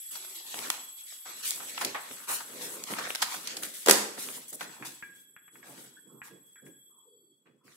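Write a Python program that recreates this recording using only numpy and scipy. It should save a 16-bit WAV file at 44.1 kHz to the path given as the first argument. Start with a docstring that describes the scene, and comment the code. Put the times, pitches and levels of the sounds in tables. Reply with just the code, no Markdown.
"""Sheets of paper slide, lift and turn over on a desk, close to a phone in a small quiet room.
Fibres catch and let go in a hiss and a lower rustle; sheets snap as they buckle and slap the stack.
Something hard clatters once and rings the desk, then a hand with a pen settles on the page among
light ringing ticks. Faint gliding tones come and go; a thin high whine hangs behind it all and fades."""
import sys
import numpy as np
from scipy import signal
from scipy.fft import rfft, irfft, next_fast_len
from scipy.io import wavfile
from scipy.ndimage import uniform_filter1d

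SR = 44100
rng = np.random.default_rng(int(sys.argv[2]) if len(sys.argv) > 2 else 0)


def generate_wav(signal):
    """Clip the signal to [-1, 1] and save it as 16-bit WAV at the path in sys.argv[1]."""
    frames = np.transpose(np.atleast_2d(signal))
    scaled = np.clip(frames, -1, 1) * 32767
    pcm = np.round(scaled).astype(np.int16)
    wavfile.write(sys.argv[1], SR, pcm)


N = 342204
TIME = np.arange(N) / SR

# room tone: freq_hz, gain_db
AIR_EQ = [(30, -30.5), (100, -15.5), (200, -3), (420, 2.5), (700, -13), (1200, -8.5), (2500, -31),
          (15000, -41)]
# partials of the whine: pitch_hz, half_width_hz, level_db, fade_share
WHINE_TONES = [(3350, 14, -64, 0.51), (7744, 31, -53, 0.76), (11120, 26, -61.5, 1),
               (11320, 45, -63.5, 0.96), (12635, 24, -57.5, 0.96)]
# the whine dying away: time_s, gain_db
WHINE_FADE = [(0, 5), (.8, 1), (1.6, 1), (2.4, -5), (3.4, -11), (4.4, -9), (5.1, -13), (5.5, -15),
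              (6.9, -14.5), (7.25, -23), (7.5, -41), (7.76, -43)]

# a sheet is pushed or lifted: start_s, length_s, hiss_db, sheen_offset_db, rustle_db
STROKES = [(0.104, 0.064, -47.5, 0.5, -56.5), (0.167, 0.15, -53, -6, -59.5), (0.344, 0.056, -45.5, -8, -62),
           (0.44, 0.22, -46.5, -4.5, -51), (0.551, 0.21, -48, 1, -45.5), (1.059, 0.081, -52.5, -5.5, -72),
           (1.24, 0.2, -49.5, -8.5, -55), (1.422, 0.078, -37.5, -2, -51.5), (1.525, 0.11, -47.5, 3, -47.5),
           (1.657, 0.16, -44, -4.5, -49), (1.78, 0.095, -40.5, -7.5, -42), (1.96, .28, -55, -3, -53.5),
           (2.269, 0.084, -39.5, -1.5, -39.5), (2.448, 0.31, -51, 0.5, -49.5),
           (2.606, 0.054, -45.5, 1.5, -68), (2.863, .06, -43, -5, -44.5), (2.942, 0.12, -42, -17.5, -37.5),
           (3.183, .14, -40, -13, -45), (3.423, 0.15, -49, -3, -48.5), (3.618, .035, -47, 7, -43),
           (3.722, 0.1, -49.5, 3, -61), (4.178, 0.064, -46.5, 3.5, -48.5), (4.25, 0.12, -50, 4, -54.5),
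           (4.592, 0.052, -47.5, -7, -44), (4.67, 0.17, -63, -13, -53), (4.847, 0.027, -46, -2, -60),
           (5.147, 0.052, -67, 6, -86), (5.519, 0.078, -69, 6, -67), (5.619, 0.23, -59, 1, -56),
           (6.23, 0.048, -61, 2, -57.5), (6.06, 0.041, -83, 11, -82), (6.448, .08, -82.5, 13, -80),
           (6.648, 0.034, -73, 9, -72), (7.453, 0.028, -94.5, -2, -65), (7.635, 0.18, -63.5, -2, -65)]
# held sheets creep between strokes until they lie flat under the hand: time_s, level_db
CREEP = [(0, -58), (1.0, -61), (2.0, -58.5), (3.2, -50), (4.3, -57), (4.95, -61), (5.3, -89), (6.6, -88.5),
         (7.76, -95)]
# sliding hiss, its fine sheen and the rustle of bending: freq_hz, gain_db
HISS_EQ = [(700, -32), (2000, -0.5), (3800, 2), (5500, 0), (7000, 0), (9000, -10), (12000, -18.5),
           (15500, -30.5)]
SHEEN_EQ = [(3000, -33.5), (6000, -10), (8500, -0.5), (11000, -1.5), (13000, -5), (15500, -8.5)]
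RUSTLE_EQ = [(200, -24.5), (500, -3), (900, 5), (1500, 1), (2500, -4.5), (4000, -18), (8000, -39.5)]

# hand and paper rub over the desk top: start_s, length_s, level_db
RUBS = [(0.534, 0.064, -48.5), (1.593, 0.076, -61), (1.814, 0.068, -44), (2.102, 0.013, -51),
        (2.424, 0.42, -53), (2.892, 0.031, -43.5), (3.34, 0.11, -58), (3.467, 0.22, -53.5),
        (4.17, .02, -43.5), (4.21, 0.15, -53), (4.52, 0.028, -52), (4.595, 0.12, -58), (4.78, 0.11, -55),
        (5.016, 0.15, -65), (5.526, 0.065, -61.5), (5.62, 0.25, -58.5), (6.021, 0.12, -57.5),
        (6.3, .06, -54), (6.616, 0.069, -56), (7.45, 0.098, -67.5), (7.636, 0.067, -63.5)]
# rubbing on the desk, and skin on the page: freq_hz, gain_db
RUB_EQ = [(30, -43.5), (70, -29.5), (130, -7), (220, 0), (400, -0.5), (600, -3), (1000, -20), (3000, -48.5)]
PALM_EQ = [(30, -30), (70, -39), (130, -1), (200, -1), (330, 1), (500, -6), (700, -23.5), (3000, -44)]
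# the side of the hand takes over the rubbing: time_s, palm_share
PALM_CROSSFADE = [(4.5, 0.0048), (5.0, 1)]

# faint gliding tones: start_s, length_s, start_hz, end_hz, level_db, width_share
GLIDES = [(0.127, 0.23, 726, 604, -72, 0.14), (0.137, 0.36, 390, 337, -66.5, 0.15),
          (2.503, 0.35, 500, 412, -53, 0.34), (5.629, 0.14, 700, 559, -60.5, .5),
          (5.963, 0.035, 1593, 1655, -56.5, 0.14), (6.068, 0.17, 1190, 1060, -68.5, .4),
          (6.558, .056, 1755, 1655, -60.5, .25), (6.88, .22, 1150, 997, -74.5, 0.25),
          (7.042, .17, 464, 424.4, -66, 0.18), (7.029, 0.39, 4650, 4430, -86.5, 0.031),
          (7.178, 0.19, 423, 306, -72, 0.22), (7.583, 0.2, 1146, 1235, -74, .3)]

# a sheet slaps the stack (flaps) or buckles (snaps): start_s, level_db, treble_offset_db, decay_s
FLAPS = [(.152, -44, 5, 0.0089), (1.122, -51.5, -14, 0.0038), (1.252, -44.5, -7, 0.027),
         (1.601, -38, -10, 0.0056), (1.810, -28, -4, 0.013), (1.945, -28, -39, 0.012),
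         (1.954, -34.5, -35, 0.025), (2.284, -35, -12, 0.033), (2.403, -38, -10, 0.0094),
         (2.902, -38.5, -5, 0.017), (2.983, -30.5, -6.5, 0.011), (3.218, -29, 7, .011),
         (3.340, -33, -24.5, 0.0057), (4.177, -39, -14, 0.0053), (4.528, -50, 3.5, 0.0059),
         (4.610, -32, -11.5, 0.0068)]
SNAPS = [(.2484, -42.5, -9, 0.0015), (.5420, -33, -16, 0.0021), (.5895, -34, 3, 0.0014),
         (.7014, -19.5, 2, 0.0016), (1.5075, -38, 23, 0.00041), (1.5170, -35, -10, .001),
         (1.7778, -26.5, -13, 0.0025), (1.8475, -36, 14.5, 0.0029), (2.1112, -39, -24, 0.0017),
         (2.8380, -41, 13.5, 0.0014), (2.9363, -31, -23, 0.0027), (3.0700, -39, -4, 0.00072),
         (3.1037, -27.5, -18, 0.0024), (3.1490, -30.5, 2.5, 0.0031), (3.1570, -26.5, 1.5, 0.0011),
         (3.2240, -22, -6.5, 0.0046), (3.4722, -42.5, 11, 0.0048), (3.5675, -41, 9.5, 0.0045),
         (3.6335, -36, 6, 0.0025), (4.2875, -32.5, -20, 0.00081), (4.6085, -30, -8, 0.0016)]
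# their dull bodies and the bright edge they share: freq_hz, gain_db
FLAP_BODY_EQ = [(40, -42.5), (200, -17), (450, -8), (800, 3), (1500, 1.5), (2200, -4), (3500, -13.5),
                (7000, -29.5), (15000, -45)]
SNAP_BODY_EQ = [(40, -34.5), (200, -24.5), (500, -1.5), (1300, 3), (2200, -0.5), (3500, 0), (7000, -40.5),
                (15000, -40)]
PAPER_EDGE_EQ = [(800, -28.5), (2500, -10.5), (4000, 1), (7000, -2.5), (11000, -5.5), (15500, -14)]
# a sheet's edge skims across another: start_s, length_s, level_db
SKIMS = [(1.445, 0.039, -38), (2.282, 0.086, -38.5), (4.479, 0.032, -44.5), (4.526, 0.034, -42.5)]

# a hard thing lands and bounces: start_s, level_db, treble_offset_db, decay_s
BOUNCES = [(3.86, -30, 3, 0.0051), (3.872, -23.5, -5.5, 0.004), (3.881, -20, -9.5, 0.00067),
           (3.8843, -11.5, -6.5, 0.0042), (3.8947, -16, 0, 0.0048), (3.8977, -17.5, 3, 0.0015),
           (3.9098, -15.5, 7, 0.0026)]
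# dull body and bright edge of each bounce: freq_hz, gain_db
BOUNCE_BODY_EQ = [(30, -28), (90, -24.5), (180, -12), (400, 9.5), (800, 4), (1500, -0.5), (3000, -8.5),
                  (8000, -26.5)]
BOUNCE_EDGE_EQ = [(800, -20.5), (2500, -1), (4500, 0.5), (8000, 1), (11500, -1), (15500, -11)]
# resonances of the desk: pitch_hz, level_db, t60_s
DESK_MODES = [(206.5, 0, 0.49), (276.7, -4.5, 0.28), (347.7, -9.5, 0.36), (427, 2.5, 0.25),
              (547, -10.5, .22), (597.4, -12.5, .25), (878, -7, 0.19), (1090, -4.5, 0.19),
              (1306, -7.5, 0.25), (1526, -4, 0.27)]

# light ticks: start_s, level_db, ring_offset_db
TICKS = [(4.8246, -21, -29), (5.0253, -22, -15.5), (5.3646, -31.5, -23.5), (5.4802, -36, -26),
         (5.5561, -34, -37), (5.6293, -32, -20.5), (6.2175, -24.5, -23.5), (6.5578, -41, -14.5),
         (6.6653, -38.5, -18.5), (7.46, -50, -30), (7.68, -39, -42)]
# the click of a tick: freq_hz, gain_db
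TICK_EQ = [(40, -13), (150, 3.5), (500, -10), (1100, 5), (1700, 10.5), (2500, 6.5), (3300, -11),
           (8000, -65)]
# the thin ring it leaves: pitch_hz, level_db, t60_s
TICK_MODES = [(1615, -12, 0.37), (1640, 7, 0.14), (1705, -2, 0.1), (2340, -7, 0.18)]

# reverb time of the room: freq_hz, t60_s
ROOM_DECAY = [(100, 0.73), (400, .6), (1500, 0.58), (5000, 0.52), (14000, 0.39)]


def undb(db):
    """Decibels to gain."""
    return 10 ** (np.asarray(db) / 20)


def add(track, start_s, sound):
    """Mix a sound into a track from start_s on."""
    start = int(start_s * SR)
    track[..., start:start + sound.shape[-1]] += sound[..., :N - start]


def automation(points):
    """A fader curve through (time_s, value) points."""
    return np.interp(TIME, *np.transpose(points))


def pan(x, left_db):
    """Set the left channel left_db above the right."""
    return x * undb([[left_db / 2], [-left_db / 2]])


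def eq(x, points, size=4096):
    """Minimum-phase EQ through (freq_hz, gain_db) points, scaled to keep the power of white noise."""
    hz, db = np.transpose(points)
    bins = np.maximum(np.fft.rfftfreq(size, 1 / SR), 1)
    gain = undb(np.interp(np.log(bins), np.log(hz), db))
    cepstrum = irfft(np.log(gain))
    cepstrum[1:size // 2] *= 2
    cepstrum[size // 2 + 1:] = 0
    response = irfft(np.exp(rfft(cepstrum)))
    return signal.fftconvolve(x, response[None] / np.linalg.norm(response), axes=1)[:, :x.shape[1]]


def noise(n, split_hz=950):
    """Noise at two microphone ports: centred in the bass, wide in the treble."""
    mid, side = rng.standard_normal((2, n))
    side = signal.sosfilt(signal.butter(1, split_hz, "high", fs=SR, output="sos"), side)
    return np.array([mid + side, mid - side])


def wander(rate_hz):
    """Smoothed sample-and-hold modulation with a spread near 1."""
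    hold = int(SR / rate_hz)
    steps = np.repeat(rng.standard_normal(N // hold + 1), hold)
    return np.sqrt(2) * uniform_filter1d(uniform_filter1d(steps, hold), hold)[:N]


def modes(table):
    """One second of decaying resonances."""
    t = TIME[:SR]
    return sum(undb(db) * np.cos(2 * np.pi * hz * t) * np.exp(-np.log(1000) * t / t60)
               for hz, db, t60 in table)


def gestures(starts, lengths, levels_db, floor, attack_share=0.32, release_s=0.022, release_share=0.17):
    """Envelope of moves that gather speed, hold and die away to a floor; long ones stop more slowly."""
    power, t = np.zeros(N), TIME[:2 * SR]
    for start, length, db in zip(starts, lengths, levels_db):
        attack = np.sin(np.pi / 2 * np.minimum(t / (attack_share * length), 1))
        release = np.exp(-np.maximum(t - length, 0) / (release_s + release_share * length))
        add(power, start, (undb(db) * attack * release) ** 2)
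    return np.sqrt(power + floor ** 2)


def friction(tone, slips_per_s, spread_db, grain_s, flutter_db):
    """Fibres catch and let go: a dense shower of tiny noise grains, in uneven waves."""
    slipping = rng.random(N) < slips_per_s / SR
    slips = slipping * undb(spread_db * np.minimum(rng.exponential(size=N), 2 * np.pi))
    power = signal.lfilter([1], [1, -np.exp(-1 / (grain_s * SR))], slips ** 2)
    grains = noise(N) * np.sqrt(power / power.mean())
    return eq(grains, tone) * undb(flutter_db * wander(35))


def hits(table, body_eq, edge_eq, attack_share):
    """Noise bursts with a dull body and a bright edge; the attack is a share of the decay."""
    body, edge = np.zeros((2, 2, N))
    t = TIME[:SR // 4]
    for start, db, treble_db, decay in table:
        envelope = np.exp(-t / decay) * (1 - np.exp(-t / (attack_share * decay)))
        envelope *= undb(db) / envelope.max()
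        add(body, start, envelope * noise(len(t)))
        add(edge, start, envelope * noise(len(t)) * undb(treble_db))
    return eq(body, body_eq) + eq(edge, edge_eq)


def room_tone():
    """A faint, low bed of air whose level wavers."""
    return undb(-86.5 + 2.9 * wander(15)) * eq(noise(N), AIR_EQ)


def whine():
    """Narrow bands of noise sing as wavering high tones, each following the fade by its own share."""
    size = next_fast_len(N)
    bins, fade_db = np.fft.rfftfreq(size, 1 / SR), automation(WHINE_FADE)
    spectrum, out = rfft(noise(size)), np.zeros((2, N))
    for hz, half_width, db, fade_share in WHINE_TONES:
        tone = irfft(spectrum / (1 + ((bins - hz) / half_width) ** 2), size)[:, :N]
        out += tone / tone.mean(axis=0).std() * undb(db + fade_share * fade_db)
    return out


def sliding_sheets():
    """Paper slides on paper: a hiss and a finer sheen above it, as two layers."""
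    starts, lengths, hiss_db, sheen_offset_db, _ = np.transpose(STROKES)
    creep = undb(automation(CREEP))
    hiss = friction(HISS_EQ, slips_per_s=3000, spread_db=0, grain_s=0.0017, flutter_db=2.5)
    sheen = friction(SHEEN_EQ, slips_per_s=3700, spread_db=0.5, grain_s=0.0006, flutter_db=2.4)
    hiss *= gestures(starts, lengths, hiss_db, creep)
    sheen *= gestures(starts, lengths, hiss_db + sheen_offset_db, creep)
    return undb(-3.5) * hiss, undb(1) * sheen


def bending_sheets(creep_offset_db=-10):
    """A flexing sheet rustles in lower, coarser grains; returns the rustle and the bend envelope."""
    starts, lengths, _, _, rustle_db = np.transpose(STROKES)
    bend = gestures(starts, lengths, rustle_db, undb(automation(CREEP) + creep_offset_db))
    rustle = friction(RUSTLE_EQ, slips_per_s=490, spread_db=1.5, grain_s=0.0025, flutter_db=2.0)
    return undb(-4.5) * rustle * bend, bend


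def rubbing(bend):
    """Soft surfaces slide without separate slips: first on the desk top, then skin on the page."""
    palm = np.clip(automation(PALM_CROSSFADE), 0, 1)
    floor = bend * undb(-13) + palm * undb(-79.5)  # bending sheets rub too; the hand is never quite still
    pressure = gestures(*np.transpose(RUBS), floor)
    contact = noise(N) * pressure * undb(-1 + 2.2 * wander(35))
    return eq(contact * (1 - palm), RUB_EQ) + eq(contact * palm, PALM_EQ)


def desk_reflection(x, gain, delay_s=0.0007, sway=0.45):
    """The desk reflects a moving sheet with a wandering delay, different in each channel."""
    late = [np.interp(TIME - delay_s * np.exp(sway * wander(7)), TIME, channel) for channel in x]
    return (x + gain * np.array(late)) / np.hypot(1, gain)


def gliding_tones():
    """Faint gliding tones: narrow bands of noise sliding from one pitch to another."""
    out = np.zeros((2, N))
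    for start, length, start_hz, end_hz, db, width_share in GLIDES:
        n = int(length * SR)
        lowpass = signal.butter(3, width_share * start_hz / 2, fs=SR, output="sos")
        band = signal.sosfilt(lowpass, noise(SR) + 1j * noise(SR))[:, -n:]
        glide = np.exp(2j * np.pi * np.cumsum(np.linspace(start_hz, end_hz, n)) / SR)
        tone = (band * glide).real
        add(out, start, undb(db) * signal.windows.tukey(n, 0.5) * tone / tone.std())
    return out


def flaps():
    """A sheet swings over and slaps the stack."""
    return undb(-4) * hits(FLAPS, FLAP_BODY_EQ, PAPER_EDGE_EQ, attack_share=0.3)


def snaps():
    """A sheet buckles with a short, crisp snap."""
    return undb(-2) * hits(SNAPS, SNAP_BODY_EQ, PAPER_EDGE_EQ, attack_share=0.25)


def skims():
    """One sheet's edge skims another: a bright, fine hiss that starts and stops abruptly."""
    gate = np.zeros(N)
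    for start, length, db in SKIMS:
        add(gate, start, undb(db) * signal.windows.tukey(int(length * SR), 0.2))
    return gate * friction(SHEEN_EQ, slips_per_s=9000, spread_db=1.6, grain_s=0.0008, flutter_db=0.8)


def clatter(desk_offset_db=-21):
    """Something hard lands in a quick run of bounces, each of which rings the desk."""
    desk, ring = np.zeros(N), modes(DESK_MODES)
    for start, db, _, _ in BOUNCES:
        add(desk, start, undb(db + desk_offset_db) * ring)
    return hits(BOUNCES, BOUNCE_BODY_EQ, BOUNCE_EDGE_EQ, attack_share=0.14) + desk


def ticks(click_db=3, buzz_db=-21, buzz_s=0.011, swell_s=0.0089, left_lag_s=0.00008, detune=0.0026):
    """Two layers: buzzy clicks that arrive on the right first, and a thin ring swelling after each."""
    clicks, rings, t = np.zeros((2, N)), np.zeros(N), TIME[:SR]
    for start, db, ring_db in TICKS:
        impulse = undb([db + click_db])
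        add(clicks[0], start + left_lag_s, impulse)
        add(clicks[1], start, impulse)
        add(clicks, start, undb(db + buzz_db) * np.exp(-t / buzz_s) * noise(SR))
        # detuned, the close modes beat anew on every tick
        ring = modes([(hz * (1 + detune * rng.normal()), level, t60) for hz, level, t60 in TICK_MODES])
        add(rings, start, undb(db + ring_db) * ring * (1 - np.exp(-t / swell_s)))
    return eq(clicks, TICK_EQ), rings


def reverb(send, onset_s=0.0022, bands=9):
    """Diffuse echo of the walls, dying sooner in the treble."""
    hz, t60 = np.transpose(ROOM_DECAY)
    log_bins = np.log(np.maximum(np.fft.rfftfreq(SR, 1 / SR), 1))
    centres = np.linspace(np.log(hz[0]), np.log(hz[-1]), bands)
    spectrum, tail, t = rfft(noise(SR)), np.zeros((2, SR)), TIME[:SR]
    for band_t60, weights in zip(np.interp(centres, np.log(hz), t60), np.eye(bands)):
        band = irfft(spectrum * np.interp(log_bins, centres, weights))
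        tail += band * np.exp(-np.log(1000) * t / band_t60)
    tail *= 1 - np.exp(-(t / onset_s) ** 2)
    return signal.fftconvolve(send, tail / np.linalg.norm(tail.mean(axis=0)), axes=1)[:, :N]


def scene():
    """Close paper, the clatter and the ticks share one reverb over a bed of room tone and whine."""
    hiss, sheen = sliding_sheets()
    rustle, bend = bending_sheets()
    paper = pan(rubbing(bend), left_db=-3.5)
    paper += desk_reflection(hiss + rustle, gain=1.0)
    paper += pan(desk_reflection(sheen + skims(), gain=0.88), left_db=1.5)
    close = paper + gliding_tones() + snaps() + flaps()
    knocks = clatter()
    clicks, rings = ticks()
    send = undb(-12) * close + undb(-7.5) * knocks + undb(-11) * clicks + undb(-8.5) * rings
    return close + knocks + clicks + rings + reverb(send) + room_tone() + whine()


def record(dry, low_cut_hz=65, high_cut_hz=15700):
    """The phone thins the deepest bass, clips any peak over full scale and cuts the top."""
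    low_cut = signal.butter(2, low_cut_hz, "high", fs=SR, output="sos")
    high_cut = signal.ellip(10, 0.2, 70, high_cut_hz, fs=SR, output="sos")
    clipped = np.clip(signal.sosfilt(low_cut, dry), -1, 1)
    return signal.sosfilt(high_cut, clipped)


dry = scene()
out = record(dry)
generate_wav(out)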